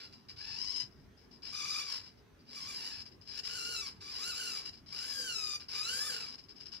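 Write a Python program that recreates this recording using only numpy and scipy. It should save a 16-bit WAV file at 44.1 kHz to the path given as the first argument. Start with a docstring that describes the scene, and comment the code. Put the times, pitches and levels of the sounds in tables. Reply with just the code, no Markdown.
"""A small geared servo tilts a wooden maze board to and fro as a hand turns its control knob, in a quiet room.
Its first gear pair whines at the tooth rate, loose teeth rattle in the plastic case, and fast gears hiss.
The drive pushes about fifty-one times a second, so the speed surges and the rougher sound throbs.
Short bursts of rattle are nudges as the servo hunts for its place. The board knocks softly on its frame
twice, ringing in low decaying tones. Filtered noise makes the room tone, and random echoes the room."""
import sys
import numpy as np
from scipy import signal
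from scipy.fft import rfft, irfft, next_fast_len
from scipy.io import wavfile
from scipy.ndimage import uniform_filter1d

SR = 44100
rng = np.random.default_rng(int(sys.argv[2]) if len(sys.argv) > 2 else 0)


def wav_record(signal):
    """Record a signal, one row per channel, as 16-bit PCM in the file named by sys.argv[1]."""
    frames = np.transpose(np.atleast_2d(signal))
    bounded = np.clip(frames, -1, 1)
    # unit amplitude maps onto the largest positive 16-bit level
    quanta = np.round(bounded * 32767).astype(np.int16)
    wavfile.write(sys.argv[1], SR, quanta)


N = 299871  # length in samples
EDGE_HZ = 15680  # top of the recorded band


def gain_of(db):
    """Turns decibels into a gain."""
    return 10 ** (np.asarray(db) / 20)


def evened(x):
    """Scales to an rms (average strength) of 1."""
    return x / np.sqrt(np.mean(x ** 2) + 1e-20)


def read(points, hz):
    """Reads a table between its rows, along a logarithmic frequency axis."""
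    f, value = np.transpose(points)
    return np.interp(np.log(hz + 1), np.log(f + 1), value)


def add(mix, s, sound):
    """Mixes a sound in at s seconds, cutting off what runs past the end."""
    part = mix[round(s * SR):][:len(sound)]
    part += sound[:len(part)]


def drift(length, hz):
    """Random wandering with an rms of about 1, no faster than about hz."""
    noise = rng.standard_normal(length + 4096)
    slow = signal.lfilter(*signal.butter(2, hz, fs=SR), noise)
    return evened(slow)[4096:]  # skip the start of the filter


def case_db(hz):
    """Each resonance of case and bracket lifts the colour around its own frequency."""
    # Each row: frequency in Hz, width in Hz, lift in dB before any weighting.
    resonances = [(1090, 63, 0.5), (1620, 104, 5), (2337, 108, 11), (2897, 206, 11.5), (3983, 155, 6),
                  (4876, 246, 10), (5235, 244, 10), (5720, 360, 0.5), (6920, 420, 6.5), (9140, 1400, 3.5),
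                  (13050, 660, 12)]
    return sum(db / (1 + (2 * (hz - f) / width) ** 2) for f, width, db in resonances)


def ring_of(colour):
    """How the case rings after one tooth tap of a given colour: nothing sounds before the tap."""
    hz = abs(np.fft.fftfreq(8192, 1 / SR))
    log_gain = np.log(gain_of(np.maximum(read(colour, hz) + case_db(hz), -100)))
    phase = -signal.hilbert(log_gain).imag  # minimum phase: the energy comes as early as it can
    ring = np.fft.ifft(np.exp(log_gain + 1j * phase)).real[:2048]
    return ring / np.linalg.norm(ring)


def taps(length):
    """Loose teeth strike densely at random, some harder, in clumps."""
    harder = np.minimum(rng.exponential(1, length), 5)
    size = gain_of(1.8 * harder + 1.4 * drift(length, 120))
    struck = rng.random(length) < 14000 / SR  # about 14000 taps a second
    return evened(size * struck * rng.choice([-1., 1.], length))


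def evenness(t):
    """Clean share and speed surge: rough running, easing into each steady stretch and out of it."""
    # Stretches where the gears settle. Each row: start in seconds, end in seconds,
    # clean share from 0 to 1, surge of speed in each push as a share.
    steady = [(.44, .56, .55, .05), (.63, .83, .74, .014), (1.56, 1.84, .68, .045), (2.58, 2.95, .5, .04),
              (3.58, 3.7, .66, .02), (3.76, 3.84, .8, .008), (4.06, 4.15, .45, .05), (4.24, 4.3, .6, .03),
              (4.4, 4.48, .52, .035), (5.17, 5.6, .85, .004), (5.82, 6.08, .7, .009)]
    rough_clean, rough_surge, settle_s = .18, .045, .08
    a, b, clean, surge = np.transpose(steady)[:, :, None]
    settled = np.clip(np.minimum(t - a, b - t) / settle_s + 1, 0, 1)
    settled = settled / np.maximum(settled.sum(0), 1)  # shares where stretches overlap
    clean_now = rough_clean + (settled * (clean - rough_clean)).sum(0)
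    surge_now = rough_surge + (settled * (surge - rough_surge)).sum(0)
    return clean_now, surge_now


def tooth_whine(hz, turns, surge):
    """Harmonics of the tooth rate: each flutters, and beats once a turn of the uneven pinion."""
    # Starting strength of harmonics 1 to 9, in dB.
    tooth_shape_db = [2, 1, 1.5, 0, 5.5, 5, -3, 1.5, -9.5]
    # Colour of the whine. Each row: frequency in Hz, amount added to a harmonic there in dB.
    whine_colour = [(700, -17.5), (1050, -9), (1550, 0), (2050, -7), (2880, -1), (3350, -6.5), (4000, 2.5),
                    (5100, 4.5), (6000, -6), (7500, -11), (12000, -17)]
    pinion_teeth = 10
    shaft = 2 * np.pi * turns / pinion_teeth
    whine = np.zeros(len(hz))
    for k, shape_db in enumerate(tooth_shape_db, start=1):
        flutter_db = (2.5 + 15 * surge) * drift(len(hz), 50)
        db = shape_db + read(whine_colour, k * hz) + 0.73 * case_db(k * hz) + flutter_db
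        db -= 22.0 * k * surge  # uneven running weakens the upper harmonics most
        beat = 1 + 0.28 * np.cos(shaft + 2 * np.pi * rng.random())
        tone = np.cos(2 * np.pi * (k * turns + rng.random()))
        whine += gain_of(db) * beat * (k * hz < EDGE_HZ) * tone
    return whine / np.sqrt(uniform_filter1d(whine ** 2, 4000) + 1e-20)  # keep the strength near 1


def later_gears(hz, turns):
    """Slower gear meshes hum where they cross a resonance of the bracket."""
    # Each row: multiple of the tooth rate, level in dB before its random flutter,
    # resonance in Hz, width in Hz.
    slow_meshes = [(.31, -22, 458, 124), (.69, -13, 1250, 114)]
    hum = np.zeros(len(hz))
    for multiple, db, peak_hz, width in slow_meshes:
        near = 1 / (1 + (2 * (multiple * hz - peak_hz) / width) ** 2)
        flutter_db = 5.0 * drift(len(hz), 68)
        hum += near * gain_of(db + flutter_db) * np.cos(2 * np.pi * multiple * turns)
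    return hum


def swing(rows, usual_hiss_db, rattle_ring, hiss_ring):
    """One tilt: whine, rattle and hiss follow the tooth rate and throb with the pushes of the drive."""
    pushes_per_s, usual_hz = 50.9, 1200
    hiss_db_per_octave, hiss_per_db = 14.5, 0.68  # hiss grows with speed and with loudness
    s, *columns = np.transpose(rows)
    t = np.arange(s[0], s[-1], 1 / SR)
    rate_hz, level_db = (np.interp(t, s, c) for c in columns)
    clean, surge = evenness(t)

    pushes = pushes_per_s * t + 0.633
    number = (pushes // 1 - pushes[0] // 1).astype(int)
    strength = rng.standard_normal(number[-1] + 1)[number]  # no two pushes are alike
    # Speed climbs in each push, then sags.
    climb = uniform_filter1d(2 * (pushes % 1) - 1 + .5 * strength, 60)
    hz = rate_hz * (1 + surge * climb + .003 * drift(len(t), 300))
    turns = np.cumsum(hz) / SR  # counts teeth passed

    whine = tooth_whine(hz, turns, surge) + later_gears(hz, turns)
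    gate = 1 + 0.47 * np.cos(2 * np.pi * turns)  # taps are stronger where teeth meet
    rattle = signal.oaconvolve(taps(len(t)) * gate, rattle_ring)[:len(t)]
    hiss = signal.oaconvolve(taps(len(t)) * gate, hiss_ring)[:len(t)]
    hiss_db = usual_hiss_db + hiss_db_per_octave * np.log2(rate_hz / usual_hz)
    hiss_db += hiss_per_db * (level_db - max(level_db))
    gears = np.sqrt(clean) * whine + np.sqrt(1 - clean) * rattle + gain_of(hiss_db) * hiss

    throb_db = 2.4 * (1 - clean) * np.cos(2 * np.pi * (pushes - .55))
    edge = np.clip(np.minimum(t - t[0], t[-1] - t) / 0.0033, 0, 1)  # short fades at both ends
    return s[0], gain_of(level_db + throb_db) * gears * edge


def ports(x, depth):
    """The two microphone ports hear the servo with their own delay and shading."""
    # Each row: frequency in Hz, radians by which left leads.
    lead = [(1000, 1), (2400, 0.99), (2800, -2), (3200, -2), (3500, 1.5), (4100, 0.5), (4600, -1.5),
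            (5000, -2.5), (5900, -7), (6300, -0.5), (8600, -9), (9600, 1.14)]
    # Each row: frequency in Hz, left minus right in dB before scaling by depth.
    lean = [(1000, 3.5), (2300, -2), (2900, -10.5), (3500, -8.5), (4300, -2), (4900, 10.5), (5500, 16),
            (6200, 10.5), (7600, 4.5), (9600, 0), (13000, -3.5)]
    size = next_fast_len(N + 4096)
    hz = np.fft.rfftfreq(size, 1 / SR)
    half = gain_of(depth * read(lean, hz) / 2) * np.exp(.5j * read(lead, hz))
    return irfft(rfft(x, size) * np.array([half, 1 / half]), size)[:, :N]


def room(x):
    """Sparse echoes of random sign, each band dying at its own speed, unlike at the two ports."""
    # Each row: frequency in Hz, time to fade by 60 dB in seconds.
    fade_times = [(500, 0.46), (4000, .13), (10000, 0.22)]
    sparse = np.zeros((2, SR // 2))
    starts = np.arange(150, SR // 2 - 20, 20)
    at = starts + rng.integers(0, 20, (2, len(starts)))
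    np.put_along_axis(sparse, at, rng.choice([-1., 1.], at.shape), 1)
    hz, t, z = signal.stft(sparse, SR, nperseg=256)
    fade = gain_of(-60 * t / read(fade_times, hz)[:, None])
    tail = signal.istft(z * fade, SR, nperseg=256)[1]
    return signal.fftconvolve(x[None], tail / np.linalg.norm(tail[0]), axes=1)[:, :N]


def air():
    """Room tone: random short-time spectra with faint drifting patches."""
    # Colour of the room tone. Each row: frequency in Hz, relative level in dB per Hz.
    air_colour = [(15, -35), (25, -4.5), (53, -12), (82, -6.5), (126, -9.5), (221, -12), (253, -7.5),
                  (297, -15), (410, -13), (509, -23.5), (1620, -27.5), (3530, -34.5), (6050, -36.5),
                  (7110, -47), (15500, -46.5)]
    # Each row: frequency in Hz, likeness of left and right (1 is identical).
    likeness = [(60, 0.82), (180, 0.74), (550, 0.37), (1650, 0.24), (4970, 0.28), (15000, 0.065)]
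    air_db = -61
    frames, hz = N // 512 + 5, np.fft.rfftfreq(2048, 1 / SR)
    a, b, c, d, patches = rng.standard_normal((frames, 1025, 5)).T
    patches = evened(uniform_filter1d(uniform_filter1d(patches, 8, 0), 8, 1))
    same = read(likeness, hz)[:, None]
    left = a + 1j * b
    right = same * left + np.sqrt(1 - same ** 2) * (c + 1j * d)
    z = np.array([left, right]) * gain_of(read(air_colour, hz)[:, None] + 2.28 * patches)
    noise = signal.istft(z, nperseg=2048, noverlap=1536)[1][:, :N]
    return gain_of(air_db) * evened(noise)


def nudge(level_db, length, ring):
    """The rotor jerks: a burst of rattle that starts fast and coasts out."""
    t = np.arange(round(.15 * SR)) / SR
    rise = 1 - np.exp(-t / 0.0055)
    coast = 1 / (1 + np.exp((t - length) / 0.013))
    return gain_of(level_db - 13.0) * signal.oaconvolve(taps(len(t)) * rise * coast, ring)


def knock(level_db):
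    """The board meets its frame: a soft blow rings its low modes."""
    # Each row: frequency in Hz, relative level in dB, time to fade by 60 dB in seconds.
    board_modes = [(131, 0, .16), (233, -9, .1), (390, -16, .06)]
    t = np.arange(round(.3 * SR)) / SR
    modes = sum(gain_of(db - 60 * t / t60) * np.sin(2 * np.pi * hz * t) for hz, db, t60 in board_modes)
    return gain_of(level_db) * modes * np.minimum(t / .012, 1)  # 12 ms soft start


def scene():
    """Servo at the two ports and in the room, board knocks and room tone."""
    # One table a swing. Each row: time in seconds, tooth rate in Hz before surges, loudness in dB before
    # throb and room mix. Two close rows mark where the load makes the speed drop at once.
    swings = [
        [(0.0, 688, -49.5), (0.052, 690, -50), (0.104, 665, -68), (0.19, 706, -67.5), (0.27, 690, -79)],
        [(0.36, 687, -55.5), (0.406, 792, -49.5), (0.476, 873, -46.5), (0.56, 898, -45.5), (0.6, 988.5, -44),
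         (0.654, 1094, -43.5), (0.658, 970, -47), (0.69, 1005, -43), (0.734, 1102, -43), (0.738, 971, -49),
         (0.772, 1055, -39), (0.792, 1020, -47.5), (0.806, 1009, -38), (0.89, 1029, -76)],
        [(1.42, 799, -55.5), (1.47, 872.4, -46), (1.518, 1120, -51), (1.532, 1175, -43), (1.8, 1215, -38),
         (1.848, 1175, -47), (1.92, 1127, -40.5), (1.98, 981, -44), (2.03, 978, -60), (2.066, 1000, -52.5),
         (2.19, 980, -90)],
        [(2.45, 966, -77), (2.49, 970, -57), (2.566, 1144, -46.5), (2.656, 1034, -46), (2.69, 1207, -44.5),
         (2.83, 875, -43), (2.876, 1000, -42), (2.946, 845, -47.5), (3.022, 870, -50), (3.04, 880, -69)],
        [(3.27, 856, -53), (3.344, 812, -49), (3.4, 891, -42.5), (3.425, 930, -85)],
        [(3.432, 976, -51), (3.45, 1045, -42.5), (3.506, 1388, -44.5), (3.572, 1495, -43), (3.586, 1385, -42.5),
         (3.722, 1450, -42), (3.758, 1406, -41), (3.762, 1333, -39.5), (3.814, 1309, -41.5),
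         (3.818, 1190, -43.5), (3.884, 1056, -42.5), (3.955, 978, -71)],
        [(4.012, 1166, -51.5), (4.1, 1159, -46), (4.165, 953, -43), (4.205, 1172, -42), (4.292, 1489, -40),
         (4.335, 1270, -43.5), (4.394, 1511, -41), (4.504, 1383, -42), (4.584, 1128, -42.5), (4.648, 1039, -54),
         (4.657, 1000, -43.5), (4.7, 950, -49)],
        [(4.86, 1047, -59.5), (4.918, 1097, -52.5), (4.928, 1150, -44.5), (4.944, 1287, -46),
         (5.012, 1412, -43), (5.082, 1732, -44), (5.19, 1615, -41), (5.266, 1538, -41.5), (5.366, 1304, -41),
         (5.43, 1250, -40.5), (5.562, 1196, -40), (5.585, 1182, -69)],
        [(5.682, 1057, -47), (5.748, 1200, -40.5), (5.786, 1230, -37.5), (5.83, 1250, -39.5),
         (5.9, 1470, -37.5), (6.024, 1726, -37.5), (6.07, 1809, -38.5), (6.154, 1414, -39), (6.192, 1384, -45),
         (6.21, 1360, -42), (6.3, 1046, -49.5), (6.36, 1017, -53)],
    ]
    # One value a swing: hiss at the usual speed and full loudness, in dB relative to the gears.
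    usual_hiss = [-20, -16.5, -14, -10, -7.5, -13, -12, -15, -15.5]
    # Colours of the taps before the case lifts them. Each row: frequency in Hz, relative level in dB per Hz.
    rattle_colour = [(240, -55.5), (400, -17), (623, -25.5), (1070, -18), (1470, -15.5), (2330, -17),
                     (3360, -17), (5070, -5.5), (5910, -22), (13100, -42.5), (15500, -36.5)]
    hiss_colour = [(3530, -39.5), (6000, 1.5), (7380, 4), (8380, -13), (9480, 2), (11000, -13.5),
                   (13000, -13), (15500, -20)]
    # Short pushes of the drive. Each row: start in seconds, loudness setting in dB,
    # time until the coasting fade is halfway in seconds.
    nudges = [(0.122, -31.5, 0.0082), (0.283, -33.5, 0.031), (0.904, -59.5, 0.033), (0.955, -61.5, 0.026),
              (0.987, -61, 0.03), (1.028, -63, 0.031), (1.168, -57, 0.088), (1.3066, -49.5, 0.068),
              (2.17, -47.5, 0.01), (2.389, -50, 0.02), (3.0524, -34, 0.015), (3.11, -45.5, 0.02),
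              (3.209, -38.5, 0.0072), (3.25, -44, 0.016), (3.955, -42, 0.011), (4.004, -30, 0.008),
              (4.727, -31.5, 0.0064), (4.766, -38, 0.009), (5.596, -32.5, 0.029), (6.322, -42, 0.015),
              (6.3785, -33, 0.012), (6.428, -45, 0.02), (6.483, -40.5, 0.024), (6.493, -38.5, 0.014),
              (6.553, -46, 0.05), (6.598, -36, 0.029), (6.654, -34.5, 0.023), (6.715, -35.5, 0.053),
              (6.743, -40, 0.014)]
    # Each row: start in seconds, loudness setting in dB.
    knocks = [(.822, -51), (1.19, -59)]
    # How far the microphone is turned aside. Each row: time in seconds, share from 0 to 1.
    turned_aside = [(0, 0), (.5, 0.3), (.9, 1), (1.4, 0.32), (2.8, 0.01), (3.2, 0.56), (3.9, 0.05),
                    (4.5, 0.14), (5.3, 0.35), (6.2, 0), (6.6, 0.62)]

    servo, board = np.zeros(N), np.zeros(N)
    rattle_ring, hiss_ring = ring_of(rattle_colour), ring_of(hiss_colour)
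    for rows, hiss_db in zip(swings, usual_hiss):
        add(servo, *swing(rows, hiss_db, rattle_ring, hiss_ring))
    for s, level_db, length in nudges:
        add(servo, s, nudge(level_db, length, rattle_ring))
    for s, level_db in knocks:
        add(board, s, knock(level_db))
    turned = np.interp(np.arange(N) / SR, *np.transpose(turned_aside))
    # Turning aside deepens the shading between the ports.
    direct = (1 - turned) * ports(servo, 0.26) + turned * ports(servo, 2.06)
    return gain_of(-0.5) * direct + gain_of(-5.5) * room(servo) + board + air()


def record(dry):
    """The microphone drops the deepest bass, then the recorder cuts the highest treble."""
    thin = signal.sosfilt(signal.butter(8, 38, "high", fs=SR, output="sos"), dry)
    band_limit = signal.firwin(1023, EDGE_HZ, window=("kaiser", 10), fs=SR)
    return signal.oaconvolve(thin, band_limit[None], "same")


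dry = scene()
out = record(dry)
wav_record(out)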